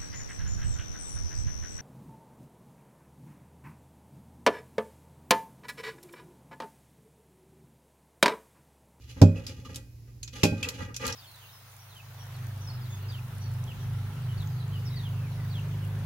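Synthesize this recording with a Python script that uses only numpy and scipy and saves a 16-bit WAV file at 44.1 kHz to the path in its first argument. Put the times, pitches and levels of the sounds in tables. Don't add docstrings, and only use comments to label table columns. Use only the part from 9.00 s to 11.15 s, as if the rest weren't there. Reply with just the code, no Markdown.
import sys
import numpy as np
from scipy import signal
from scipy.fft import rfft, irfft
from scipy.io import wavfile

SR = 44100
rng = np.random.default_rng(int(sys.argv[2]) if len(sys.argv) > 2 else 0)


def store_wav(level_fs):
    pcm = np.round(np.clip(np.atleast_2d(level_fs), -1, 1) * 32767)
    wavfile.write(sys.argv[1], SR, pcm.T.astype(np.int16))


N = 94815


def scraping(slips_per_s=2600, scatter_db=3.5, grip_hz=90, grip_db=2.05, size=16384):
    # (peak time [s], rise [s], time to fall 20 dB [s],
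    # rasp level [dB], groan level [dB], wall level [dB])
    twists = [(.02, 0.026, .25, -58.5, -71, -75), (0.101, .03, 0.15, -52, -62.5, -62),
              (0.17, 0.012, 0.22, -62, -52.5, -39.5), (0.369, 0.031, 0.23, -54.5, -52.5, -39.5),
              (0.496, 0.019, 0.1, -46.5, -55.5, -41), (0.581, 0.012, 0.22, -62, -63.5, -46),
              (0.658, 0.013, 0.05, -51, -54, -43), (0.699, 0.012, 0.09, -51, -51, -40.5),
              (.765, 0.02, 0.1, -58.5, -56.5, -44), (1.078, 0.0078, 0.1, -71, -66.5, -63),
              (1.338, 0.014, 0.27, -47, -57, -48), (1.367, 0.022, 0.14, -45.5, -47.5, -44.5),
              (1.612, 0.086, 0.2, -53.5, -53, -38.5), (1.68, 0.07, .11, -48, -41, -45.5),
              (1.755, 0.024, .08, -46, -56.5, -40.5), (1.814, 0.04, 0.1, -46, -39.5, -34.5),
              (1.893, 0.017, 0.07, -70, -47.5, -40), (2.024, 0.033, 0.24, -43, -38.5, -39),
              (2.052, 0.033, 0.07, -38, -33, -37), (2.099, 0.029, 0.05, -38, -35, -36)]
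    # (frequency [Hz], level [dB])
    rasp_colour = [(900, -22), (1900, -6.5), (2500, 5), (3050, 2), (3900, -0.5), (4600, 0.5), (7200, -3.5),
                   (8300, -15.5), (11300, -11), (13000, -15.5), (16000, -22)]
    # (frequency [Hz], width [Hz], level [dB])
    groan_peaks = [(464, 23, 6.5), (519.5, 21, 6), (843, 31, -1), (970, 76, -10), (1211.6, 19, 7),
                   (1361, 16, 0.5), (1633, 110, -4), (1949, 22, 6), (2180, 68, -14), (2504, 79, -3.5),
                   (2837, 28, -6.5)]
    # (frequency [Hz], width [Hz], level [dB])
    wall_peaks = [(90, 19.5, 7), (173, 23, -8.5), (262.5, 30.3, -2.5), (408, 20, -16), (519.4, 29.4, -7),
                  (831, 25, -17)]
    slips = (rng.random(N) < slips_per_s / SR) * rng.choice([-1, 1], N)
    slips = slips * undb(scatter_db * np.minimum(rng.exponential(size=N), 4))
    age, power = np.arange(size) / SR, np.zeros((3, N))
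    for peak, rise, fall, *levels_db in twists:
        swell = np.minimum(age / rise, 1) * np.exp(-np.log(10) * np.maximum(age - rise, 0) / fall)
        add(power, peak - rise, (undb(levels_db)[:, None] * swell) ** 2)
    rasp_gain, groan_gain, wall_gain = np.sqrt(power)
    echoing_slips = compartment(slips, t60=0.052, direct_db=-8)
    rasp = unit(irfft(rfft(echoing_slips) * contour(rasp_colour), N))
    grip = undb(grip_db * walk(grip_hz))
    groan, rumble = noise(resonances(groan_peaks)), noise(resonances(wall_peaks))
    return grip * rasp_gain * rasp + groan_gain * groan + wall_gain * rumble


def clicks(body_hz=1900, top_hz=8200, ring_octaves=.16, attack_s=0.00083, size=24576):
    # (time [s], level [dB], ring pitch [Hz], ring boost [dB], body boost [dB],
    # treble boost [dB], fade time [s], left minus right [dB])
    metal_clicks = [(0.2158, -27, 5040, 3, 2, -1.5, 0.077, -1), (0.4658, -37.5, 5060, 8, -5, 1.5, 0.11, 0),
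                    (0.7446, -45, 5000, 2, -3, 1, 0.071, -2), (0.7579, -36, 8850, 7, -9, 5.5, 0.068, -0.5),
                    (1.2302, -35.5, 6670, 11.5, -12, 1.5, 0.075, -2),
                    (1.277, -43, 4950, -1, -6.5, -12, 0.076, 0.5),
                    (1.4327, -21, 2490, 10.5, 7, 1.5, 0.11, -1),
                    (1.4371, -25, 7050, -3, 7.5, 2.5, 0.07, -1), (1.453, -32.5, 2470, 19, 6, -11, 0.054, 4),
                    (1.6281, -31, 3250, 11, 0.5, -2, 0.11, -0.5),
                    (1.687, -29.5, 4600, -0.5, -7, 3, 0.059, -0.5),
                    (1.9432, -41, 6000, 5, 1, -3, 0.091, 1.5),
                    (1.9637, -31, 5900, 8, -8.5, 3.5, 0.052, -0.5),
                    (2.066, -30, 6800, 6, -17, 8.5, 0.042, -2), (2.078, -29.5, 4200, 8, -23, 2, 0.042, 0.5),
                    (2.1241, -35, 5600, 9, -19, -7, 0.082, -1.5)]
    # (frequency [Hz], level [dB])
    steel_colour = [(200, -23.5), (1000, -7.5), (1800, -8), (2500, -2), (4500, 0.5), (7300, -1),
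                    (8300, -11), (11300, -9.5), (13000, -13.5), (16000, -21.5)]
    # (frequency [Hz], relative level [dB], fade time [s])
    pipe_modes = [(1404, -8, 0.48), (1576, -7, 0.63), (1920, -11, .7), (2436, 0.5, 0.55),
                  (2492, -2.5, 0.78), (2523, 7.5, 0.34), (3250, 2, 0.28), (4040, -10, 0.38),
                  (4800, -3, 0.29), (5360, -11, 0.4), (5430, -5, 0.24), (7370, -1, 0.29), (11300, -18, .6)]
    f, out, steel = freqs(size), np.zeros((2, N)), contour(steel_colour, size)
    pipe = undb(-23.5) * ring(pipe_modes, size).sum(axis=0)
    crack, tail = undb(-6) * fade(0.02, size), undb(-21) * fade(0.37, size)
    attack = np.minimum(np.arange(size) / SR / attack_s, 1)
    body, top = 1 / (1 + (f / body_hz) ** 4), 1 / (1 + (top_hz / f) ** 8)
    for start, db, hz, ring_db, body_db, top_db, t60, pan_db in metal_clicks:
        ring_band = np.exp(-(np.log2(f / hz) / ring_octaves) ** 2)
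        tone_db = ring_db * ring_band + body_db * body + top_db * top
        clack = noise(steel * undb(tone_db), size) * (fade(t60, size) + crack + tail)
        add(out, start, undb(db) * pan(pan_db) * attack * (clack + undb(body_db / 2) * pipe))
    return out


def squeaks(wobble=0.05, ramp_s=0.0027, echo_db=-9, size=6144):
    # (time [s], length [s], pitch [Hz], level [dB])
    sticks = [(0.358, 0.035, 2590, -52), (0.649, 0.0286, 1208, -52), (1.227, .014, 4330, -47),
              (1.627, .014, 2547, -31.5), (1.644, 0.0098, 2550, -32.5)]
    age, out = np.arange(size) / SR, np.zeros((2, N))
    for start, length, hz, db in sticks:
        gate = np.clip(np.minimum(age, length - age) / ramp_s, 0, 1)
        tone = undb(db) * gate * sine(hz * (1 + wobble * walk(686, size)))
        add(out, start, tone + undb(echo_db) * compartment(tone, t60=0.24, direct_db=-27))
    return out


def knocks(bass_hz=220, middle_hz=674, middle_octaves=0.44, attack_s=0.0033, size=32768):
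    # (time [s], level [dB], extra bass [dB], rattle level [dB])
    blows = [(0.2146, -11.5, 5.5, -9), (0.2224, -18, 10.5, -17), (1.4325, -15, -4.5, -15),
             (1.4495, -24.5, -2, -24.5), (1.518, -27.5, 4.5, -32)]
    # (frequency [Hz], relative level [dB], fade time [s])
    wall_modes = [(98.5, 1, 0.28), (167.3, -4, 0.33), (220.8, -5.5, .25), (254.2, -13.5, 0.37),
                  (275, -2.5, .15), (301.8, -7, 0.2), (402.4, -11, .21), (470.4, -14.5, 0.14),
                  (541.6, -21.5, 0.53), (603.4, -13, 0.26), (678, -37, 0.074), (810.3, -12, .12),
                  (842, -17.5, 0.16)]
    # (frequency [Hz], level [dB])
    rattle_colour = [(25, -25), (70, -6), (140, -0.5), (280, 1.5), (520, -5.5), (900, -20), (1400, -26.5),
                     (3000, -55)]
    out, modes, colour = np.zeros((2, N)), ring(wall_modes, size), contour(rattle_colour, size)
    hz = np.array(wall_modes)[:, 0]
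    middle = np.exp(-(np.log2(hz / middle_hz) / middle_octaves) ** 2)
    facing = undb(np.outer(-8 * middle, [.5, -.5]))
    attack = np.minimum(np.arange(size) / SR / attack_s, 1)
    decay = fade(0.088, size) + undb(-26.5) * fade(0.61, size)
    for start, db, bass_db, rattle_db in blows:
        weights = undb(db + bass_db / (1 + (hz / bass_hz) ** 4))[:, None] * facing
        boom = (weights[:, :, None] * modes).sum(axis=0)
        rattle = undb(rattle_db) * decay * noise(colour, size)
        add(out, start, attack * (boom + rattle))
    return out


def compartment(x, t60, direct_db, size=4096):
    echoes = noise(1, size) * fade(t60, size)
    echoes /= np.sqrt(np.sum(echoes ** 2) / 2)
    return undb(direct_db) * x + signal.oaconvolve(x[None], echoes, axes=1)[:, :len(x)]


def background(room_db=-49.5, hum_hz=117.9, hum_db=-49, waver_db=1):
    # (frequency [Hz], relative level [dB])
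    room_colour = [(20, -35), (58, 3.5), (85, -2.5), (125, -3.5), (170, -19), (280, -18.5), (600, -35.5),
                   (1400, -44.5), (2500, -40.5), (3300, -45.5), (5200, -39.5), (7300, -44), (8400, -51.5),
                   (11000, -42.5), (16000, -45.5)]
    hum = sine(hum_hz * (1 + 0.016 * walk(13.8)))
    return undb(room_db) * noise(contour(room_colour)) + undb(hum_db + waver_db * walk(18)) * hum


def undb(db):
    return 10 ** (np.asarray(db) / 20)


def unit(x):
    return x / np.sqrt(np.mean(x ** 2))


def freqs(size=N):
    return np.maximum(np.arange(size // 2 + 1) * SR / size, 1)


def contour(points, size=N):
    hz, db = np.array(points).T
    return undb(np.interp(np.log(freqs(size)), np.log(hz), db))


def resonances(peaks):
    f = freqs()
    return sum(undb(db) / (1 + ((f - hz) / width) ** 2) for hz, width, db in peaks)


def noise(colour, size=N, split_hz=624):
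    mid, side = rfft(rng.standard_normal((2, size)))
    side = side * (0.11 + 0.82 / (1 + (split_hz / freqs(size)) ** 2))
    return unit(irfft(np.array([mid + side, mid - side]) * colour, size))


def sine(hz):
    return np.sqrt(2) * np.sin(2 * np.pi * np.cumsum(hz) / SR)


def ring(modes, size, apart_hz=1400):
    age, out = np.arange(size) / SR, []
    for k, (hz, db, t60) in enumerate(modes):
        sign = (-1) ** k
        skew = min(hz / apart_hz, 1) ** 1.07 * sign * np.array([[1], [-1]]) * rng.uniform(0.45, 1)
        out.append(sign * undb(db) * fade(t60, size) * np.sin(2 * np.pi * hz * age + skew))
    return np.array(out)


def fade(t60, size):
    return np.exp(-np.log(1000) * np.arange(size) / SR / t60)


def pan(db):
    return undb(np.array([[db], [-db]]) / 2)


def walk(rate, size=N):
    steps = rng.standard_normal(1024)
    return np.interp(np.arange(size) * rate / SR, np.arange(len(steps)), steps)


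def add(out, start, x):
    i = max(int(start * SR), 0)
    out[..., i:i + x.shape[-1]] += x[..., :N - i]


def scene():
    return (knocks() + background()) * pan(-1.5) + clicks() + squeaks() + scraping()


def record(dry):
    bass_cut = signal.butter(2, 32.2, "high", fs=SR, output="sos")
    treble_cut = signal.ellip(10, .2, 80, 15900, fs=SR, output="sos")
    heard = signal.sosfilt(bass_cut, dry)
    return signal.sosfilt(treble_cut, np.clip(heard, -1, 1))


dry = scene()
out = record(dry)
store_wav(out)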